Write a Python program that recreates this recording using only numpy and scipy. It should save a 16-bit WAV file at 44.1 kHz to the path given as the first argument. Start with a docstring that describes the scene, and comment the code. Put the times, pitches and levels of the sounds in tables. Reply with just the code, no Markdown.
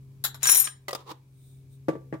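"""A small kitchen: spices are measured out over the low hum of an appliance.
A steel spoon clinks on a mortar, then is dropped and rattles to rest, ringing high among chattering grains.
A small tin is set down and slid a little, its lid is twisted; dull thumps sound on the worktop.
Struck bodies are noise cracks plus decaying sines; slide and chatter are coloured random contacts,
the lid is swelling noise, the appliance is a wavering hum over rumble and hiss."""
import sys
import numpy as np
from scipy import signal
from scipy.fft import rfft, irfft
from scipy.io import wavfile

SR = 44100
rng = np.random.default_rng(int(sys.argv[2]) if len(sys.argv) > 2 else 0)


def int16_out(signal):
    """Quantize to a 16-bit WAV file."""
    q = np.round(np.clip(np.atleast_2d(signal).T, -1, 1) * 32767)
    wavfile.write(sys.argv[1], SR, q.astype(np.int16))


N = 97020
TIME = np.arange(N) / SR
RING_S = 0.6  # length of each hit and of the kitchen's echo
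CUTOFF_HZ = 16000

# appliance hum partials: multiple, level_db
HUM_PARTIALS = [(1, -2.5), (2, -22.5), (3, -23.5)]
# level curve shared by hum and rumble: time_s, level_db
HUM_LEVEL = [(0, -46), (.44, -45.5), (.55, -51), (1.25, -53), (1.55, -47.5), (2.2, -45)]
# rumble colour: frequency_hz, relative_level_db_per_hz
RUMBLE_COLOUR = [(25, -10.5), (60, 2.5), (110, 6.5), (400, -17.5), (1000, -36.5)]
# hiss colour: frequency_hz, relative_level_db_per_hz
HISS_COLOUR = [(300, 5.5), (1000, -9.5), (2000, -16.5), (2300, -4), (2700, -14.5), (15500, -14.5)]
HUM_HZ, HUM_WAVER_HZ = 133.6, 0.97
RUMBLE_DB = -11.5  # relative to the shared level curve
HISS_DB = -71

# left-right likeness of diffuse sound: frequency_hz, likeness (-1 to 1)
LIKENESS = [(350, 0.78), (700, 0.22), (3000, 0.022)]
# kitchen echo decay: frequency_hz, t60_s
ROOM_T60 = [(200, 0.41), (4000, 0.2129), (12000, 0.0671)]
# kitchen echo colour: frequency_hz, relative_level_db
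ROOM_COLOUR = [(150, -6), (1000, 0.5)]

# thumps on the worktop: start_s, level_db, brightness_db_per_octave, favoured_hz
THUMPS = [(1.111, -44, 1.5, 298), (1.8835, -19, 1, 422), (1.891, -26.5, -2.5, 510),
          (1.931, -37.5, 0.5, 300), (1.953, -36.5, -0.5, 410), (2.126, -29.5, -2, 1900),
          (2.138, -30, -0.5, 278)]
# worktop resonances: pitch_hz, level_db, t60_s, left_right_db
WORKTOP_MODES = [(164.3, -3, 0.14, 1), (311.1, 0.5, 0.067, 0.5), (448.5, -5.5, 0.041, 1.5),
                 (532.4, -9, 0.055, 13.5), (647, -13.5, 0.12, 12.5), (1160, -20, 0.19, -6.5)]
# colour of the worktop's crack: frequency_hz, relative_level_db_per_hz
WORKTOP_CRACK = [(60, -37), (220, -6), (480, 1.5), (1600, -15), (1950, -12.5), (2800, -26.5), (7000, -35),
                 (15000, -45)]

# faint rubs of the twisted lid: middle_s, length_s, level_db
TWISTS = [(1.48, 0.12, -63), (1.739, 0.031, -63)]
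# colour of the rub: frequency_hz, relative_level_db_per_hz
TWIST_COLOUR = [(3000, -23), (3650, 3), (4600, -13), (7400, -8), (8900, 4.5), (10500, -13), (15500, -3)]

# the tin's rim touches the worktop: start_s, level_db, brightness_db_per_octave, favoured_hz
RIM_TAPS = [(.8815, -28.5, 1, 2018), (.890, -31, 0, 1099), (.907, -32.5, 0.76, 1104)]
# rim resonances: pitch_hz, level_db, t60_s, left_right_db
RIM_MODES = [(567, -8, 0.29, 1), (1180, -3.5, 0.043, 3), (1928, -5.5, 0.074, -1.5)]
# the tin's base lands flat: start_s, level_db, brightness_db_per_octave, favoured_hz
TIN_KNOCKS = [(.9293, -28, 0, 520), (.9487, -28, 0.5, 380), (.956, -37, -1, 1180)]
# base resonances: pitch_hz, level_db, t60_s, left_right_db
TIN_MODES = [(381, -8.5, 0.05, -5), (521, -8, 0.045, 10.5), (1202, -1, 0.039, -1.5),
             (3616, -10.5, 0.065, -5.5), (4980, 1.5, 0.011, 21.5)]
# colour of the tin's crack: frequency_hz, relative_level_db_per_hz
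TIN_CRACK = [(150, -34), (400, 4), (1200, 0), (1550, -9.5), (3500, -5.5), (12000, -15)]
# loudness of the tin's slide: time_s, level_db
SLIDE_LEVEL = [(.955, -79.5), (.975, -51), (1.01, -49.5), (1.05, -67), (1.075, -48), (1.095, -42.5),
               (1.118, -35.5), (1.135, -60), (1.25, -91)]
# colour of the slide: frequency_hz, relative_level_db_per_hz
SLIDE_COLOUR = [(150, -23.5), (400, 3.5), (700, -8), (1050, 7.5), (1600, -16.5), (4000, -11), (9000, -25)]
SLIDE_GRIPS_PER_S = 7400
# the rim's ring starts sharp by this share and sags as more of the rim bears down
RIM_BEND, SETTLE_S = 0.083, 0.011

# the spoon clinks on the mortar: start_s, level_db, brightness_db_per_octave, favoured_hz
CLINKS = [(.2392, -22, 0, 11580), (.2475, -19.5, -1, 14500), (.258, -29, 1.5, 4010),
          (.3435, -38, -3.5, 9500)]
# clink resonances: pitch_hz, level_db, t60_s, left_right_db
CLINK_MODES = [(1556, -14, 0.025, 0.5), (3975, -11, 0.055, -6), (5400, -11, .08, 2), (6780, -13, 0.05, 9),
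               (10030, -13.5, .11, 0), (11370, -9, 0.11, 12.5), (12700, -13, 0.073, 10.5),
               (14900, -16, .11, 9)]
# colour of the clink's crack: frequency_hz, relative_level_db_per_hz
CLINK_CRACK = [(200, -27), (1400, -1), (2700, -14.5), (3700, 2), (6100, -12), (7100, 0.5), (8600, -10.5),
               (12000, -4), (15500, -7)]

# the dropped spoon rattles: start_s, level_db, brightness_db_per_octave, favoured_hz
RATTLE = [(.4304, -19, -3, 7060), (.4705, -13.5, 2, 5728), (.4947, -12, 1, 11143), (.5165, -13.5, 3, 11143),
          (.525, -19, -4, 5728), (.5465, -14, 4.5, 12230), (.555, -18, -2.5, 5728), (.570, -15, 10, 11143),
          (.588, -24.5, -2, 8820), (.598, -17, 5, 12230), (.642, -22, -2.5, 8820), (.652, -24.5, -4, 11143)]
# pitches of the spoon's resonances: pitch_hz
SPOON_HZ = [3899, 5383, 5728, 6942, 7062, 8820, 9437, 11143, 12212, 12252, 15400]
# how each of those pitches rings: level_db, t60_s, left_right_db
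SPOON_RING = [(-16, 0.18, -5), (-17.5, .45, 0.5), (-14, 0.26, 2), (-20.5, .25, 5.5), (-12.5, 0.69, 5.5),
              (-8.5, 0.41, 8.5), (-18.5, 0.23, -4.5), (-8.5, .18, 12), (-13.5, 0.068, 10.5),
              (-16, 0.26, 14.5), (-18, 0.23, 11)]
# colour of the spoon's crack: frequency_hz, relative_level_db_per_hz
SPOON_CRACK = [(200, -28), (2000, -5.5), (4500, -12.5), (6500, 8.5), (10300, -9), (12000, 3),
               (14000, -20.5), (15500, -2)]
# its handle knocks in between: start_s, level_db, brightness_db_per_octave, favoured_hz
HANDLE_KNOCKS = [(.453, -21.5, 2, 1576), (.4875, -20, -1, 2510), (.6705, -29.5, -1, 1143)]
# handle resonances: pitch_hz, level_db, t60_s, left_right_db
HANDLE_MODES = [(1212, -10, .08, 1.7), (1617, -7, 0.083, 3.6)]
# colour of the handle's crack, also used for the grains: frequency_hz, relative_level_db_per_hz
HANDLE_CRACK = [(250, -19.5), (1000, -4), (2500, -2), (15000, -16)]
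# loudness of the loose grains chattering: time_s, level_db
CHATTER_LEVEL = [(.39, -80.5), (.425, -47), (.44, -36.5), (.53, -33.5), (.58, -40.5), (.66, -45.5),
                 (.76, -83)]
CHATTER_PER_S = 2200
SPOON_FLUTTER_DB, FLUTTER_PER_S = 3, 90  # the rocking spoon rings unevenly
REST_S, REST_DAMPING_DB_PER_S = 0.61, 149  # its support damps the ring from here on

FOCUS_DB = 8  # lift where the place of contact favours the spectrum
SNAP_T60 = 0.012  # seconds, the brief start of a hard contact


def amp(db):
    """Decibels to gain."""
    return 10 ** (np.asarray(db) / 20)


def rms_one(x):
    """Scale to an rms of 1."""
    return x / np.sqrt(np.mean(x ** 2) + 1e-20)


def at_hz(points, hz):
    """Read a table on a log-frequency axis."""
    f, value = np.transpose(points)
    return np.interp(np.log(np.maximum(hz, 1)), np.log(f), value)


def in_time(points):
    """Read a curve at every sample."""
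    return np.interp(TIME, *np.transpose(points))


def dying(t, t60):
    """Exponential decay, 60 dB down after t60."""
    return np.exp(-np.log(1000) * t / t60)


def panned(db):
    """Left and right gains for a level difference."""
    return amp(np.array([[0.5], [-0.5]]) * db)


def coloured(x, spectrum):
    """Give a stereo noise a spectrum and the likeness of diffuse sound; rms 1."""
    size = x.shape[-1]
    hz = np.arange(size // 2 + 1) * SR / size
    low_fade = np.minimum(hz / spectrum[0][0], 1) ** 2
    mid, side = rfft(x) * amp(at_hz(spectrum, hz)) * low_fade
    alike = np.clip(at_hz(LIKENESS, hz), -0.99, 0.99)
    left_right = np.sqrt(1 + alike) * mid + np.sqrt(1 - alike) * side * [[1], [-1]]
    return rms_one(irfft(left_right, size))


def noise(spectrum, size):
    """Stereo noise with a given spectrum."""
    return coloured(rng.standard_normal((2, size)), spectrum)


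def grains(per_s):
    """Tiny random contacts of uneven strength."""
    return (rng.random(N) < per_s / SR) * rng.standard_normal((2, N))


def struck(hits, modes, crack, crack_db, crack_t60, pan_db, pivot_hz, choke_db, attack_s,
           focus_octaves, snap=0, bend=0, flutter_db=0):
    """Each contact cracks and excites the body's modes, coloured by where it lands; later contacts choke it.
    A settling body starts sharp by the share bend; on a rocking one each mode flutters on its own."""
    size = int(RING_S * SR)
    t = np.arange(size) / SR
    out = np.zeros((2, N + size))
    mode_likeness = [at_hz(LIKENESS, mode[0]) for mode in modes]
    phase_lags = np.arccos(np.clip(mode_likeness, -1, 1)) / 2
    grid = np.geomspace(crack[0][0], SR / 2, num=200)
    flutter_points = len(hits) * 20
    for s, db, tilt, focus_hz in hits:
        def colour_db(hz):
            """Brightness tilt plus the lift around the favoured frequency."""
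            focus = np.exp(-(np.log2(hz / focus_hz) / focus_octaves) ** 2)
            return tilt * np.log2(hz / pivot_hz) + FOCUS_DB * focus

        burst = noise(np.column_stack([grid, at_hz(crack, grid) + colour_db(grid)]), size)
        crack_decay = dying(t, crack_t60) + snap * dying(t, SNAP_T60)
        hit = amp(crack_db) * panned(pan_db) * burst * crack_decay

        later_contacts = sum((later > s) * np.clip((s + t - later) / attack_s, 0, 1) for later, *_ in hits)
        choked = amp(-choke_db * later_contacts)
        # the pitch sags over time counted from the first contact
        bent_time = t - bend * SETTLE_S * np.exp(-(s + t - hits[0][0]) / SETTLE_S)

        for (hz, level, t60, pan), lag in zip(modes, phase_lags):
            rocking = np.interp(t * FLUTTER_PER_S, np.arange(flutter_points),
                                rng.standard_normal(flutter_points))
            # the middle random term makes every contact excite the mode a little differently
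            strength = amp(level + colour_db(hz) + rng.standard_normal() + flutter_db * rocking)
            phase = 2 * np.pi * (hz * bent_time + rng.random()) - lag * np.array([[1], [-1]])
            hit += strength * panned(pan) * np.sin(phase) * dying(t, t60) * choked

        start = int(s * SR)
        attack = 1 - np.exp(-(t / attack_s) ** 2)
        out[:, start:start + size] += amp(db) * hit * attack
    return out[:, :N]


def appliance():
    """A slightly wavering harmonic hum over rumble and faint hiss."""
    waver = np.interp(TIME, np.linspace(0, TIME[-1], num=24), rng.standard_normal(size=24))
    phase = 2 * np.pi * np.cumsum(HUM_HZ + HUM_WAVER_HZ * waver) / SR
    hum = sum(np.sqrt(2) * amp(db) * np.sin(round(k) * phase) for k, db in HUM_PARTIALS)
    rumble = amp(RUMBLE_DB) * noise(RUMBLE_COLOUR, N)
    hiss = amp(HISS_DB) * noise(HISS_COLOUR, N)
    return amp(in_time(HUM_LEVEL)) * (panned(1.5) * hum + rumble) + hiss


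def kitchen(x, build_s=0.002):
    """Dense reflections build up quickly and die away at a different rate in each octave."""
    size = int(RING_S * SR)
    t = np.arange(size) / SR
    echo_noise = noise(ROOM_COLOUR, size)
    edges = np.geomspace(70, 17000, 9)
    tail = 0
    for low, high in zip(edges, edges[1:]):
        band_pass = signal.butter(2, [low, high], "band", fs=SR, output="sos")
        band = signal.sosfilt(band_pass, echo_noise)
        tail = tail + band * dying(t, at_hz(ROOM_T60, np.sqrt(low * high)))
    tail = rms_one(tail * (1 - np.exp(-t / build_s))) / np.sqrt(size)
    return signal.fftconvolve(x, tail, axes=1)[:, :N]


def in_room(x, wet_db):
    """Direct sound plus the kitchen's echo."""
    return x + amp(wet_db) * kitchen(x)


def worktop(low_cut_hz=140):
    """Heavier things are put down with a dull thump; the worktop radiates no deep bass."""
    # a soft, broad contact favours a wide band
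    thumps = struck(THUMPS, WORKTOP_MODES, WORKTOP_CRACK, crack_db=-4, crack_t60=0.1, pan_db=1.5,
                    pivot_hz=410, choke_db=0, attack_s=0.00037, focus_octaves=0.35)
    low_cut = signal.butter(2, low_cut_hz, "high", fs=SR, output="sos")
    return in_room(signal.sosfilt(low_cut, thumps), wet_db=-14.5)


def lid():
    """Each twist of the lid is a rub of noise that swells and fades."""
    swells = sum(amp(db) * np.exp(-((TIME - s) / length) ** 2) for s, length, db in TWISTS)
    return swells * noise(TWIST_COLOUR, N)


def tin():
    """The tin touches down on its rim, its ring sagging as it settles, lands on its base, then slides in tiny grips."""
    contact = dict(crack=TIN_CRACK, crack_db=2.5, crack_t60=0.04, pan_db=1, pivot_hz=1220,
                   choke_db=13, attack_s=0.0014, focus_octaves=0.093)
    rim = struck(RIM_TAPS, RIM_MODES, bend=RIM_BEND, **contact)
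    base = struck(TIN_KNOCKS, TIN_MODES, **contact)
    grips = coloured(grains(SLIDE_GRIPS_PER_S), SLIDE_COLOUR)
    slide = amp(in_time(SLIDE_LEVEL)) * panned(-1.5) * grips
    return in_room(rim + base + slide, wet_db=-18.5)


def spoon_clink():
    """The spoon's bowl touches the mortar, damped by the hand."""
    clinks = struck(CLINKS, CLINK_MODES, CLINK_CRACK, crack_db=-2.5, crack_t60=0.1, pan_db=3.5,
                    pivot_hz=7000, choke_db=6, attack_s=0.0008, focus_octaves=0.069)
    return in_room(clinks, wet_db=-13.5)


def spoon_rattle():
    """The loose spoon bounces and rings as it comes to rest; its handle knocks and grains chatter in between."""
    modes = [(hz, *ring) for hz, ring in zip(SPOON_HZ, SPOON_RING)]
    bowl = struck(RATTLE, modes, SPOON_CRACK, crack_db=-8, crack_t60=0.091, pan_db=1,
                  pivot_hz=9300, choke_db=4.5, attack_s=0.00044, focus_octaves=0.048,
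                  snap=1.8, flutter_db=SPOON_FLUTTER_DB)
    handle = struck(HANDLE_KNOCKS, HANDLE_MODES, HANDLE_CRACK, crack_db=5, crack_t60=0.04, pan_db=-2.5,
                    pivot_hz=1600, choke_db=0.5, attack_s=0.0024, focus_octaves=0.11)
    resting = amp(-REST_DAMPING_DB_PER_S * np.maximum(TIME - REST_S, 0))
    loose_grains = coloured(grains(CHATTER_PER_S), HANDLE_CRACK)
    chatter = amp(in_time(CHATTER_LEVEL)) * panned(9) * loose_grains
    return in_room(bowl * resting + handle + chatter, wet_db=-13.5)


def scene():
    """Everything that sounds in the kitchen."""
    return appliance() + worktop() + lid() + tin() + spoon_clink() + spoon_rattle()


def record(dry):
    """Peaks are rounded and the top is cut."""
    # 70 dB down from just above the cutoff
    top_cut = signal.cheby2(16, 70, CUTOFF_HZ + 600, fs=SR, output="sos")
    return signal.sosfilt(top_cut, np.tanh(dry))


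dry = scene()
out = record(dry)
int16_out(out)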